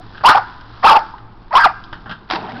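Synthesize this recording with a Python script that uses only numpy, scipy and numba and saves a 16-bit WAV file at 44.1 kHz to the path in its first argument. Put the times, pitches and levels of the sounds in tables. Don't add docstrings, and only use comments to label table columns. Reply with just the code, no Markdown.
import sys
import numpy as np
from scipy import signal
from scipy.fft import rfft, irfft, next_fast_len
from scipy.io import wavfile
from numba import njit

SR = 44100
rng = np.random.default_rng(int(sys.argv[2]) if len(sys.argv) > 2 else 0)


def persist_wave(psi):
    counts = np.round(np.clip(psi, -1, 1) * 32767).astype(np.int16)
    wavfile.write(sys.argv[1], SR, np.atleast_2d(counts).T)


N = 114660


def undb(db):
    return 10 ** (np.asarray(db) / 20)


def unit(x):
    return x / np.sqrt(np.mean(x ** 2) + 1e-18)


def clock():
    return np.arange(N) / SR


def colour(x, points):
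    hz, db = np.array(points).T
    size = next_fast_len(2 * len(x))
    size += size % 2
    gain = undb(np.interp(np.log(np.fft.rfftfreq(size, 1 / SR) + 1), np.log(hz), db))
    cepstrum = irfft(np.log(gain))
    cepstrum[1:size // 2] *= 2
    cepstrum[size // 2 + 1:] = 0
    return irfft(rfft(x, size) * np.exp(rfft(cepstrum)))[:len(x)]


def dull(x, top_hz=5487):
    hz = np.fft.rfftfreq(N, 1 / SR)
    return irfft(rfft(x) / np.sqrt(1 + (hz / top_hz) ** 56), N)


def wander(rate_hz):
    return unit(signal.sosfilt(signal.butter(2, rate_hz, fs=SR, output="sos"), rng.standard_normal(N)))


def swell(points):
    s, db = np.array(points).T
    return undb(np.interp(clock(), s, db, left=-200, right=-200))


def blow(start, attack, decay):
    age = (clock() - start).clip(0, None)
    return np.minimum(age / attack, 1) * np.exp(-(age - attack).clip(0, None) / decay)


def grit(spread):
    return unit(rng.standard_normal(N) * np.exp(spread * wander(537)))


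@njit
def band(x, hz, width):
    out, mid, low = np.empty(len(x)), 0., 0.
    for i in range(len(x)):
        g, damping = np.tan(np.pi * hz[i] / SR), width / hz[i]
        v = (mid + g * (x[i] - low)) / (1 + g * (g + damping))
        mid, low = 2 * v - mid, low + 2 * g * v
        out[i] = damping * v
    return out


def air_and_motor(air_db=-43.5, hum_hz=111, hum_db=-49):
    # frequency in Hz, gain in dB.
    air_colour = [(25, 6.5), (127, -2), (156, 0), (358, -1.5), (563, -14.5), (826, -6), (1080, -6),
                  (1630, -18.5), (2330, -24.5), (3420, -30), (5030, -41.5)]
    air = unit(dull(colour(rng.standard_normal(N), air_colour))) * undb(air_db + wander(8.6))
    turns = np.cumsum(hum_hz * (1 + .013 * wander(4.17))) / SR
    return air + unit(np.sin(2 * np.pi * turns)) * undb(hum_db + 4 * wander(6))


def hiss():
    # time in seconds, level in dB.
    hiss_levels = [(0, -47), (.17, -45), (.5, -45.5), (.64, -48), (.8, -42.5), (1.05, -44.5), (1.25, -60),
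                   (1.45, -54.5), (2.0, -50.5), (2.28, -54.5), (2.6, -42.5)]
    # frequency in Hz, gain in dB.
    hiss_colour = [(300, -12.5), (1400, 1.5), (2300, -14.5), (3400, -7.5), (4800, -12), (6000, -16.5)]
    return unit(dull(colour(grit(.45), hiss_colour))) * swell(hiss_levels)


def bubble(age, hz, decay, rise=.067):
    phase = 2 * np.pi * hz * age * (1 + rise * age / decay / 2)
    return np.sin(phase) * np.exp(-age / decay) * (1 - np.exp(-age * hz))


def bark_tail_and_gulps():
    # start in seconds, pitch in Hz, level in dB, decay in seconds. The bark tail is first.
    rings = [(.002, 684, -30, 0.01), (0.703, 909, -34, 0.0099), (1.138, 928, -20, .007),
             (2.33, 320, -17.5, 0.015), (2.362, 883, -15.5, 0.011), (2.44, 882, -20, 0.0136),
             (2.531, 223, -24, 0.025), (2.561, 1470, -29, 0.016), (2.575, 265, -26, 0.013)]
    return sum(undb(db) * bubble((clock() - s).clip(0, None), hz, decay) for s, hz, db, decay in rings)


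def paws(attack_s=.002):
    # start in seconds, level in dB, brightness in dB per octave, decay in seconds.
    steps = [(0.028, -39, -11, 0.013), (0.147, -33.5, -5, 0.017), (0.173, -37.5, 2, 0.016),
             (0.207, -34.5, -7, 0.027), (0.468, -37.5, -1, 0.0033), (.609, -39.5, 1.5, 0.0068),
             (0.99, -27, 16.5, 0.0011), (1.181, -39, 0, 0.0055), (1.838, -40, 19, 0.0077),
             (1.927, -25.5, -3.5, 0.02), (2.057, -29, -8, 0.035), (2.094, -24.5, -2, 0.0089),
             (2.11, -24, -2.5, 0.018)]
    # frequency in Hz, gain in dB.
    scrape_colour = [(150, -6.5), (450, -21.5), (800, -10), (1200, -5.5), (1550, 5), (2200, -18.5),
                     (3100, -6), (4000, -15), (5500, -20)]
    spectrum = rfft(dull(colour(grit(.35), scrape_colour)))
    octaves = np.log2(np.fft.rfftfreq(N, 1 / SR).clip(700, 5000) / 1500)
    out = np.zeros(N)
    for start, db, tilt, decay in steps:
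        scrape = unit(irfft(spectrum * undb(tilt * octaves), N))
        out += undb(db) * blow(start, attack_s, decay) * scrape
    return out


def yelp(pitch, rough, db_per_octave=-8.5, flutter_hz=390):
    # frequency in Hz, gain in dB.
    throat = [(300, -19), (550, -24), (850, 16.5), (1300, -5), (1650, 1.5), (2100, -3.5), (2900, -12.5),
              (3900, -18), (4900, -4), (6000, -62)]
    hz, db = np.array(throat).T
    flutter = np.sin(2 * np.pi * np.cumsum(flutter_hz * (1 + .15 * wander(84.5))) / SR)
    jitter = (.02565 + .07 * rough) * wander(304.7)
    phase = 2 * np.pi * np.cumsum(pitch * (1 + jitter)) / SR
    harmonic = np.arange(1, 9)[:, None]
    gains = undb(np.interp(np.log(harmonic * pitch), np.log(hz), db) + db_per_octave * np.log2(harmonic))
    voice = (gains * np.sin(harmonic * phase)).sum(0) / np.sqrt((gains ** 2).sum(0) / 2)
    return voice * (1 + 1.1 * rough * flutter)


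def rasp(pitch, rest_pitch_hz=1104.3, breath_db=-9.5):
    # resonance in Hz, nominal width in Hz, level in dB.
    resonances = [(860, 142, 0.5), (1170, 168, 1.5), (1390, 157, -4.5), (1850, 190, -22),
                  (2700, 420, -19.5), (3270, 600, -22), (4670, 1130, -17.5)]
    climb = pitch / rest_pitch_hz
    pulse_hz = 331.1 * np.sqrt(climb) * np.exp(.22 * wander(200))
    pulses = np.diff(np.floor(np.cumsum(pulse_hz) / SR), prepend=0)
    source = unit(pulses) + undb(breath_db) * rng.standard_normal(N)
    opening = climb ** .24
    out = np.zeros(N)
    for hz, width, db in resonances:
        once = band(source, hz * opening, 1.33 * width)
        out += undb(db) * unit(band(once, hz * opening, 1.33 * width))
    return unit(out)


def barks(muzzle_hz=557):
    # time in seconds, pitch in Hz, level in dB, roughness from 0 to 1.
    contours = [
        [(.233, 520.1, -38, 0.5), (.239, 656.7, -13.5, 0.77), (.244, 799.2, -13.5, 0.65), (.25, 890.7, -1, 0),
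         (.254, 936.7, -5, 0.65), (.259, 983, 5.5, 0.11), (.273, 1024, 5, 0.31), (.284, 1152, -3, 0.16),
         (.291, 1473, 1.5, 0.44), (.31, 1410, -6, 0.76), (.33, 1374, -11, 0.46), (.344, 1352, -17.5, 0.48),
         (.351, 795, -4, 0.16), (.358, 763, -3.5, 0.2), (.365, 904.4, -14.5, 0.6), (.376, 963, -7.5, 0.43),
         (.394, 741, -18, 0.35), (.404, 617.7, -32, 0.54)],
        [(.825, 437, -36, 0.32), (.832, 593.6, -19, 0.39), (.846, 798.2, -3, 0.79), (.86, 902.5, 0.5, 0.05),
         (.87, 1034, -2, 0.54), (.88, 1306, -3.5, 0.28), (.9, 1150, -2, 0.55), (.912, 904.4, -3, 0.38),
         (.929, 860, 1.5, 0.36), (.937, 795.3, -12.5, 0.82), (.949, 780.5, -11.5, 0.57), (.956, 899.6, -3, 0),
         (.965, 904.4, -3, 0.43), (.976, 829, -4, 0.09), (.984, 709.7, -18.5, 0.05), (1.0, 570, -34.5, 0.1)],
        [(1.509, 449, -32, 0.24), (1.515, 456.9, -22.5, 0.16), (1.524, 519.8, -25.5, 0.25),
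         (1.53, 626, -19, 0.17), (1.54, 778, -15.5, 0.71), (1.547, 855.5, -11, 0.43), (1.555, 983, -1.5, 0.27),
         (1.568, 1065, -1, 0.2), (1.58, 1170, -3.5, 0.29), (1.593, 1478, -12.5, 0.64), (1.61, 1598, -11, 0.26),
         (1.632, 1618, -13.5, 0.31), (1.646, 1317, -2.5, 0.08), (1.654, 1146, -3, 0.48),
         (1.66, 855, -2.5, 0.12), (1.674, 652, -12, 0.13), (1.683, 550, -40, 0)],
    ]
    s, hz, _, roughness = np.concatenate(contours).T
    pitch = np.interp(clock(), s, hz)
    rough = np.interp(clock(), s, roughness).clip(.1, 1)
    effort = sum(swell(np.array(bark)[:, ::2]) for bark in contours)
    muzzle = signal.butter(4, muzzle_hz, "high", fs=SR, output="sos")
    clean = signal.sosfilt(muzzle, yelp(pitch, rough))
    return effort * ((1 - rough) * clean + rough * rasp(pitch)) / np.hypot(1 - rough, rough)


def rim_thuds():
    # start in seconds, pitch in Hz, level in dB, decay in seconds.
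    thumps = [(.705, 146, -46, 0.017), (1.923, 175, -41, 0.11), (2.071, 208.6, -38.5, 0.17)]
    out = np.zeros(N)
    for start, hz, db, decay in thumps:
        age = (clock() - start).clip(0, None)
        out += undb(db) * np.sin(2 * np.pi * hz * age + .5 * wander(44)) * np.exp(-age / decay)
    return out


def slap(attack_s=.0025):
    # start in seconds, level in dB, decay in seconds.
    smacks = [(2.288, -39.5, 0.021), (2.299, -20, 0.014), (2.3089, -13, 0.0028), (2.32, -22.5, 0.019),
              (2.331, -22.5, 0.014), (2.346, -26, .01), (2.356, -16.5, 0.0047)]
    # frequency in Hz, gain in dB.
    smack_colour = [(100, -9), (320, 0), (520, -7), (850, 7), (1450, 1.5), (2200, -3.5), (3000, -7),
                    (4000, -6), (5200, -10.5)]
    crackle = unit(dull(colour(grit(.38), smack_colour)))
    return crackle * sum(undb(db) * blow(s, attack_s, decay) for s, db, decay in smacks)


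def spray(bubbles_per_s=1100, spread_db=22, decay_cycles=6.5, fizz_db=-2):
    # time in seconds, level in dB.
    levels = [(2.3, -69), (2.361, -28), (2.44, -29.5), (2.5, -29.5), (2.55, -36), (2.6, -31.5)]
    # frequency in Hz, gain in dB.
    spray_colour = [(59, -73), (100, -4), (231, 1.5), (313, -9.5), (445, -4.5), (517, -14), (601, -5),
                    (870, 0), (1200, -9), (1390, -10.5), (5500, -32.5), (7150, -61), (12100, -120)]
    start, span = levels[0][0], levels[-1][0] - levels[0][0]
    age, froth = clock()[:SR // 8], np.zeros(N + SR)
    for when, note, size in rng.random((int(bubbles_per_s * span), 3)):
        hz = 200 * 25 ** note
        i = int((start + when * span) * SR)
        froth[i:i + len(age)] += hz * undb(spread_db * size) * bubble(age, hz, decay_cycles / hz)
    froth = unit(froth[:N]) * np.sqrt(span * SR / N)
    fizz = undb(fizz_db) * unit(dull(grit(.31)))
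    wash = colour(froth + fizz, spray_colour)
    return wash / wash[int(start * SR):].std() * swell(levels)


def yard(x, early_db=-23, early_s=.03, tail_db=-25, t60_s=.88):
    # delay in seconds, level in dB.
    echoes = [(.0065, -20), (.021, -22.5), (.041, -20), (.054, -25.5)]
    # frequency in Hz, gain in dB.
    yard_colour = [(150, 5), (600, -5.5), (1100, 0), (1600, 4.5), (2300, -3), (3400, 4.5), (5000, 2)]
    t = clock()[:SR]
    early, tail = rng.standard_normal((2, SR)) * (t > .008)
    early = undb(early_db) * unit(early * np.exp(-t / early_s / 2))
    tail = undb(tail_db) * unit(tail * undb(-60 * t / t60_s))
    response = colour(early + tail, yard_colour) / np.sqrt(SR)
    for delay, db in echoes:
        response[int(delay * SR)] += undb(db)
    return x + signal.fftconvolve(x, response)[:N]


def scene():
    poolside = barks() + paws() + hiss() + rim_thuds() + spray() + slap() + bark_tail_and_gulps()
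    return (yard(poolside) + air_and_motor())[None]


def record(dry, input_clip=.67, output_clip=.68, top_hz=15800):
    overloaded = np.clip(dull(dry), -input_clip, input_clip)
    sampled = overloaded * 4 * (np.arange(N) % 4 == 0)
    heard = np.clip(dull(sampled), -output_clip, output_clip)
    return signal.sosfilt(signal.ellip(8, .2, 70, top_hz, fs=SR, output="sos"), heard)


dry = scene()
out = record(dry)
persist_wave(out)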